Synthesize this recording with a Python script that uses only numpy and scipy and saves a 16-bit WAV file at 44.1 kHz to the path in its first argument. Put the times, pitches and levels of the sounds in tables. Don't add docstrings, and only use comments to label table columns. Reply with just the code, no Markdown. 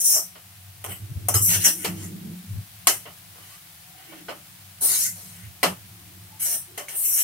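import sys
import numpy as np
from scipy import signal
from scipy.fft import rfft, irfft
from scipy.io import wavfile

SR = 44100
rng = np.random.default_rng(int(sys.argv[2]) if len(sys.argv) > 2 else 0)


def transcribe(signal):
    frames = np.atleast_2d(signal).T
    limited = np.clip(frames, -1, 1)
    pcm = np.round(limited * 32767).astype(np.int16)
    wavfile.write(sys.argv[1], SR, pcm)


N = 318843

# (start t/s, length t/s, rim hiss level/dB first, last, then re that hiss: lip level/dB first, last,
#  shoulder level/dB first, last, wall level/dB first, last, belly level/dB first, last)
SPOON_STROKES = [(-.03, 0.067, -4, -33.5, -1, -8, -28, -30, -29, -28, -20, -39),
                 (0.03, 0.14, -15, -22.5, -6.5, -1.5, -33, -27, -40, -20, -50.5, -10),
                 (0.869, 0.049, -47, -31, -21, -15, -16, -23, -4, -8.5, 7, -14.5),
                 (1.336, 0.03, -4.5, -24.5, -4.5, -4, -21, -10, -13.5, -19.5, -6.5, -18),
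                 (1.403, 0.087, -18.5, -21.5, -9.5, -6.5, -35, -27, -41, -17.5, -35, -31),
                 (1.484, 0.072, -21.5, -21.5, -0.5, -4.5, -13, -10, -8, -6, -19, -18),
                 (1.593, 0.059, -27.5, -20, -8, -5, -12, -22, -11, -17, -38, -32),
                 (1.638, 0.028, -4, -17, -2.5, -7, -35, -23, -17.5, -6.5, -26.5, -11),
                 (1.727, 0.12, -35.5, -38.5, -19, -0.5, -33, -28, -40, 3, -36, -26),
                 (1.915, 0.13, -51, -41.5, -5, 0.5, -6, -13, -4, -7, -9, -12),
                 (3.337, 0.21, -60, -51.5, -7, -3, -10, -6, -2, 0.5, 8, -16),
                 (3.958, 0.24, -66, -65, -3, 0, 0, 0, 9.5, 13.5, 3, -3),
                 (4.804, 0.15, -16.5, -21.5, -18, -4.5, -24.5, -9, -33.5, -14.5, -21.5, -26.5),
                 (4.957, 0.11, -21.5, -27.5, -4, -2.5, -13, -16.5, -26, -14, -43, -32),
                 (5.142, 0.32, -42.5, -57.5, -8, -2, -9, -13, -22, 4.5, -12, -13),
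                 (6.389, 0.16, -23.5, -26, -10, -7.5, -25, -19.5, -17.5, -20, -36.5, -20),
                 (6.891, 0.057, -35, -39, -21, -15, -11, -22, -14, -8, -20, -11),
                 (6.936, 0.11, -28.5, -23.5, -23, -20, -30, -28, -40, -24, -33, -34.5),
                 (7.032, 0.18, -22.5, -19.5, -11, -7.5, -45, -22, -38, -18, -43, -28.5)]
STROKE_ATTACK_S, STROKE_RELEASE_S = 0.017, 0.013
WANDER_PER_S = 22
GRIT_DB = -7

# (t/s, belly level/dB before the common knock trim, then re belly: wall level/dB,
#  shoulder level/dB, rim level/dB; loudest mode f/Hz, skid t/s, crack level/dB re usual)
SPOON_KNOCKS = [(0.351, -44, -2.5, -8, -22, 925, 0.01, 0), (0.841, -35, -5, -19, -3, 780, 0.023, 19),
                (1.285, -26.5, -8.5, -18, 5, 655, 0.0099, 15.5),
                (1.682, -43.5, 4, 12.5, 3, 1480, 0.0032, 9), (1.846, -26, 0.5, -4, -1, 475, .009, 11),
                (2.87, -20.5, 3.5, 2, 7.5, 1120, 0.0062, 12.5),
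                (3.055, -38.5, -2, -20, -44.5, 536, 0.023, -1), (4.12, -42, -5.5, -25, -26, 557, 0.014, -5),
                (4.284, -29.5, -4, -11, -16, 1410, 0.013, -7),
                (4.308, -38.5, -5, -18, -25, 585, 0.0042, -9), (5.63, -15, -2.5, -6, -8, 1890, 0.014, 12.5),
                (6.459, -49.5, -11, 7, 23, 583, 0.004, 8), (6.776, -35, 2.5, -6.5, 2.5, 484, 0.0092, 9),
                (6.802, -38, -8, -15, -7, 604, 0.0041, -5), (6.884, -44.5, 6.5, -1, 11, 2310, 0.01, 6)]
KNOCK_TRIM_DB = -7.5
KNOCK_LIP_DB = -3
SKID_CLICKS = 16
NEAR_MODE_DB, NEAR_MODE_REACH_OCT = 12, 0.14

# (lowest f/Hz, highest f/Hz)
PAN_ZONES = [(250, 1400), (1400, 3500), (3500, 5100), (5100, 7800), (7800, 17500)]
# (f/Hz, level/dB per Hz)
PAN_COLOUR_CURVE = [(220, -17.5), (1420, -16.5), (1900, -11.5), (2600, -13.5), (3300, -12.5), (3740, -21.5),
                    (4400, -11), (5000, -18.5), (5300, 1.5), (7500, 0), (9180, 2), (12700, 0.5),
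                    (14500, -4), (16000, -9)]
# (f/Hz, spread level/dB)
PLACE_SPREAD = [(1000, 6), (6000, 6.5)]
# (f/Hz, level/dB, t60 t/s)
CLEAR_MODES = [(445, -6.5, 0.054), (588, -15.5, 0.25), (709.6, -4, 0.081), (1098, -4.5, 0.067),
               (1494, -6.5, 0.073), (2020, -6, 0.052), (2207, -0.5, 0.034), (2865, -2, 0.038),
               (4150, -2, .05), (6630, -2, 0.099), (8740, -6.5, 0.074)]
ZONE_T60 = [0.22, 0.2, 0.17, 0.23, 0.26]
CRACK_LEVELS = [-5, 0, -3, -2, 3]
CRACK_T60_S = 0.0085
RING_RISE_S = 0.0033
PLACES = 7

# (t/s, level/dB)
SIZZLE_LEVEL = [(0, -49), (2.2, -46.5), (7.23, -48)]
# (f/Hz, level/dB per Hz)
SIZZLE_SPECTRUM = [(15, -54), (25, -12.5), (59, -18.5), (102, -5.5), (185, -5), (217, -50), (394, -35),
                   (503, -24.5), (714, -18.5), (2220, -15.5), (7110, -18.5), (9840, -16), (16000, -17.5)]

# (t/s, level/dB at the lowest room resonance, second, third)
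SLOW_RUMBLE = [(0, -72, -55.5, -66), (.66, -48.5, -64.5, -74), (1.1, -49, -70, -55.5), (1.5, -36, -36, -49),
               (1.75, -53.5, -46, -46), (2.05, -37.5, -37.5, -43.5), (2.44, -74, -39.5, -60.5),
               (2.7, -52, -59, -70), (3.4, -56, -61.5, -69.5), (3.9, -67, -104, -71.5),
               (4.2, -78, -52, -52.5), (4.5, -55, -59.5, -69.5), (5.3, -52, -52, -69),
               (6.15, -48.5, -57, -60), (7.23, -66, -73, -90)]
# (middle t/s, length t/s, level/dB at the lowest resonance, second)
RUMBLE_BOOMS = [(0.918, 0.1, -38.5, -49), (1.032, 0.11, -37, -54), (1.118, 0.064, -27, -69),
                (1.173, 0.049, -22.5, -68), (1.268, 0.27, -36, -55), (1.364, 0.054, -23.5, -57),
                (1.422, 0.059, -27.5, -40), (1.586, 0.085, -33, -43), (1.912, 0.13, -44.5, -30.5),
                (2.14, 0.11, -66, -35), (2.294, 0.18, -47, -33), (2.56, 0.21, -27, -74),
                (5.465, 0.14, -40.5, -81), (5.694, 0.16, -49, -35.5)]
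BOOM_THIRD_DB = -18.5
# (f/Hz, width f/Hz)
ROOM_RESONANCES = [(99, 12.6), (176, 13.6), (315, 47)]
WHIRR_HZ, WHIRR_WIDTH_HZ, WHIRR_DB = 711, 103, -66.5

# (start t/s, end t/s, start f/Hz, end f/Hz, level/dB)
PAN_SQUEAKS = [(3.48, 3.578, 1003, 1240, -56), (3.85, 4.138, 726, 790, -56), (4.04, 4.24, 333, 300, -50),
               (6.3, 6.392, 870, 863, -53.5), (6.66, 6.8, 354, 370, -53.5)]

# (f/Hz, likeness from 0 to 1)
PORT_LIKENESS = [(90, 0.92), (200, 0.99), (400, 0.45), (1400, 0.079)]
TREBLE_HZ, TREBLE_LEFT_DB, LEFT_DB = 11640, 9.5, -0.5
CUTOFF_HZ = 15750


def from_db(db):
    return 10 ** (np.asarray(db) / 20)


def rms_one(x):
    return x / np.sqrt(np.mean(x ** 2) + 1e-20)


def in_time(rows):
    s, *columns = np.transpose(rows)
    return np.array([np.interp(np.arange(N) / SR, s, c) for c in columns])


def at_hz(points, hz):
    point_hz, values = np.transpose(points)
    return np.interp(np.log(hz + 1), np.log(point_hz), values)


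def drift(per_s, count):
    knots = rng.standard_normal((count, int(N / SR * per_s) + 2))
    position = np.arange(N) / SR * per_s
    return np.array([np.interp(position, np.arange(len(k)), k) for k in knots])


def stereo_noise(colour, size):
    hz = np.fft.rfftfreq(size, 1 / SR)
    mid, side = rfft(rng.standard_normal((2, size))) * from_db(at_hz(colour, hz))
    alike = at_hz(PORT_LIKENESS, hz)
    ports = np.sqrt(1 + alike) * mid + np.sqrt(1 - alike) * side * [[1], [-1]]
    return rms_one(irfft(ports, size))


def grains(per_s, spread_db, shape):
    sizes = from_db(spread_db * np.minimum(rng.exponential(1, shape), 5))
    signed = sizes * rng.choice([-1, 1], shape)
    return rms_one(signed * (rng.random(shape) < per_s / SR))


def through(force, answer):
    energy = np.mean(np.sum(answer ** 2, axis=1))
    return signal.oaconvolve(force[None], answer / np.sqrt(energy), axes=1)[:, :N]


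def pan_ring(zone):
    size = SR // 2
    t = np.arange(size) / SR
    low_hz, high_hz = PAN_ZONES[zone]
    band = signal.butter(8, (low_hz, high_hz), "band", fs=SR, output="sos")
    hz = np.linspace(130, 17000, num=421)
    knots_hz = hz[::6]
    patches = np.interp(hz, knots_hz, rng.standard_normal(len(knots_hz)))
    colour_db = at_hz(PAN_COLOUR_CURVE, hz) + patches * at_hz(PLACE_SPREAD, hz)
    dense = rms_one(signal.sosfilt(band, stereo_noise(np.transpose([hz, colour_db]), size)))
    ring = dense * from_db(-60 * t / ZONE_T60[zone]) * (1 - np.exp(-t / RING_RISE_S))
    for mode_hz, level_db, t60 in CLEAR_MODES:
        if low_hz < mode_hz < high_hz:
            phase = (1 - at_hz(PORT_LIKENESS, mode_hz)) * rng.uniform(-np.pi, np.pi, (2, 1))
            ring += from_db(level_db - 60 * t / t60) * np.sin(2 * np.pi * mode_hz * t + phase)
    crack = dense * from_db(CRACK_LEVELS[zone] - 60 * t / CRACK_T60_S)
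    return ring, crack


def stroke_level():
    level, t = np.zeros((len(PAN_ZONES), N)), np.arange(N) / SR
    for start_s, length_s, *ends_db in SPOON_STROKES:
        along = np.clip((t - start_s) / length_s, 0, 1)
        hiss_db, *zones_db = [a + (b - a) * along for a, b in np.reshape(ends_db, (-1, 2))]
        settle = (t - start_s) / STROKE_ATTACK_S
        lift = (start_s + length_s - t) / STROKE_RELEASE_S + 1
        touching = np.clip(np.minimum(settle, lift), 0, 1)
        belly_to_rim_db = np.array(zones_db[::-1] + [0 * hiss_db])
        level += touching * from_db(hiss_db + belly_to_rim_db)
    return level * from_db(1.8 * drift(per_s=38, count=len(PAN_ZONES)))


def strokes(rings):
    out, level = np.zeros((2, N)), stroke_level()
    share = from_db(38.0 * drift(WANDER_PER_S, count=PLACES))
    share /= np.sqrt(np.sum(share ** 2, axis=0))
    friction = share * grains(per_s=9000, spread_db=2.5, shape=(PLACES, N))
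    grit = from_db(GRIT_DB) * grains(per_s=1300, spread_db=2.5, shape=N)
    for place, force in zip(rings, friction):
        for (ring, crack), zone_level in zip(place, level):
            out += through(force * zone_level, ring)
    for (ring, crack), zone_level in zip(rings[0], level):
        out += through(grit * zone_level, crack)
    return out


def knocks(rings):
    out = np.zeros((2, N + SR))
    for k, (s, belly_db, wall_db, shoulder_db, rim_db, _, skid_s, crack_db) in enumerate(SPOON_KNOCKS):
        re_belly_db = np.array([0, wall_db, shoulder_db, rim_db + KNOCK_LIP_DB, rim_db])
        zones = from_db(belly_db + KNOCK_TRIM_DB + re_belly_db)
        answers = [sum(gain * (ring + from_db(crack_db) * crack)
                       for gain, (ring, crack) in zip(zones, place)) for place in rings]
        lateness = np.sort(rng.random(SKID_CLICKS))
        lateness[0] = 0
        signs = rng.choice([-1, 1], SKID_CLICKS)
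        for i, late in enumerate(lateness):
            click_gain = signs[i] * from_db(-2.5 * (i > 0) - 8.4 * late)
            start = round((s + skid_s * late) * SR)
            out[:, start:start + SR // 2] += click_gain * answers[(k + i) % PLACES]
    return out[:, :N]


def knock_tones():
    out, t = np.zeros(N + SR), np.arange(SR // 2) / SR
    for s, belly_db, wall_db, _, _, pitch_hz, _, _ in SPOON_KNOCKS:
        start = round(s * SR)
        for hz, level_db, t60 in CLEAR_MODES:
            near = np.exp(-(np.log2(hz / pitch_hz) / NEAR_MODE_REACH_OCT) ** 2)
            above_belly = hz > PAN_ZONES[0][1]
            size_db = belly_db + wall_db * above_belly + level_db + NEAR_MODE_DB
            tone = from_db(size_db - 60 * t / t60) * np.sin(2 * np.pi * hz * t)
            out[start:start + len(t)] += near * tone
    return out[:N]


def pan():
    rings = [[pan_ring(zone) for zone in range(len(PAN_ZONES))] for place in range(PLACES)]
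    return strokes(rings) + knocks(rings) + knock_tones()


def sizzle():
    clicks = np.abs(grains(per_s=460, spread_db=-2.0, shape=N))
    pops = signal.lfilter([.02], [1, -.98], clicks)
    hiss = from_db(in_time(SIZZLE_LEVEL)) * stereo_noise(SIZZLE_SPECTRUM, N)
    return hiss * (1 + 0.13 * rms_one(pops))


def resonance(x, hz, width_hz):
    r = np.exp(-np.pi * width_hz / SR)
    return signal.lfilter([1, 0, -1], [1, -2 * r * np.cos(2 * np.pi * hz / SR), r * r], x)


def rumble_gains():
    gains, t = from_db(in_time(SLOW_RUMBLE)), np.arange(N) / SR
    for s, length_s, low_db, second_db in RUMBLE_BOOMS:
        swell = np.cos(np.pi * np.clip((t - s) / length_s, -.5, .5)) ** 2
        gains += swell * from_db([[low_db], [second_db], [second_db + BOOM_THIRD_DB]])
    return gains


def rumble():
    out = np.zeros((2, N))
    noise = stereo_noise([(20, 0), (2000, 0)], N)
    for gain, (hz, width_hz) in zip(rumble_gains(), ROOM_RESONANCES):
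        boom = rms_one(resonance(resonance(noise, hz, width_hz), hz, 3 * width_hz))
        envelope = np.abs(signal.hilbert(boom[0] + boom[1])) / 2
        steadied = boom / (0.94 + envelope) ** 0.25
        out += gain * rms_one(steadied)
    whirr = resonance(resonance(noise, WHIRR_HZ, WHIRR_WIDTH_HZ), WHIRR_HZ, WHIRR_WIDTH_HZ)
    return out + from_db(WHIRR_DB) * rms_one(whirr)


def squeaks():
    out = np.zeros((2, N))
    slow = signal.butter(2, 70, fs=SR, output="sos")
    rough = rms_one(signal.sosfilt(slow, rng.standard_normal((2, N))))
    for start_s, end_s, start_hz, end_hz, level_db in PAN_SQUEAKS:
        span = slice(round(start_s * SR), round(end_s * SR))
        glide_hz = np.linspace(start_hz, end_hz, span.stop - span.start)
        swell = np.sqrt(np.hanning(len(glide_hz)))
        tone = np.sin(2 * np.pi * np.cumsum(glide_hz) / SR)
        out[:, span] += from_db(level_db) * swell * (0.94 + rough[:, span]) * tone
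    return out


def scene():
    return pan() + sizzle() + rumble() + squeaks()


def record(dry):
    high = signal.butter(2, TREBLE_HZ, "high", fs=SR, output="sos")
    treble = signal.sosfiltfilt(high, dry)
    opposite = np.array([[.5], [-.5]])
    coloured = dry + treble * (from_db(TREBLE_LEFT_DB * opposite) - 1)
    coloured = coloured * from_db(LEFT_DB * opposite)
    top_cut = signal.cheby1(12, 1, CUTOFF_HZ, fs=SR, output="sos")
    return signal.sosfilt(top_cut, np.tanh(coloured))


dry = scene()
out = record(dry)
transcribe(out)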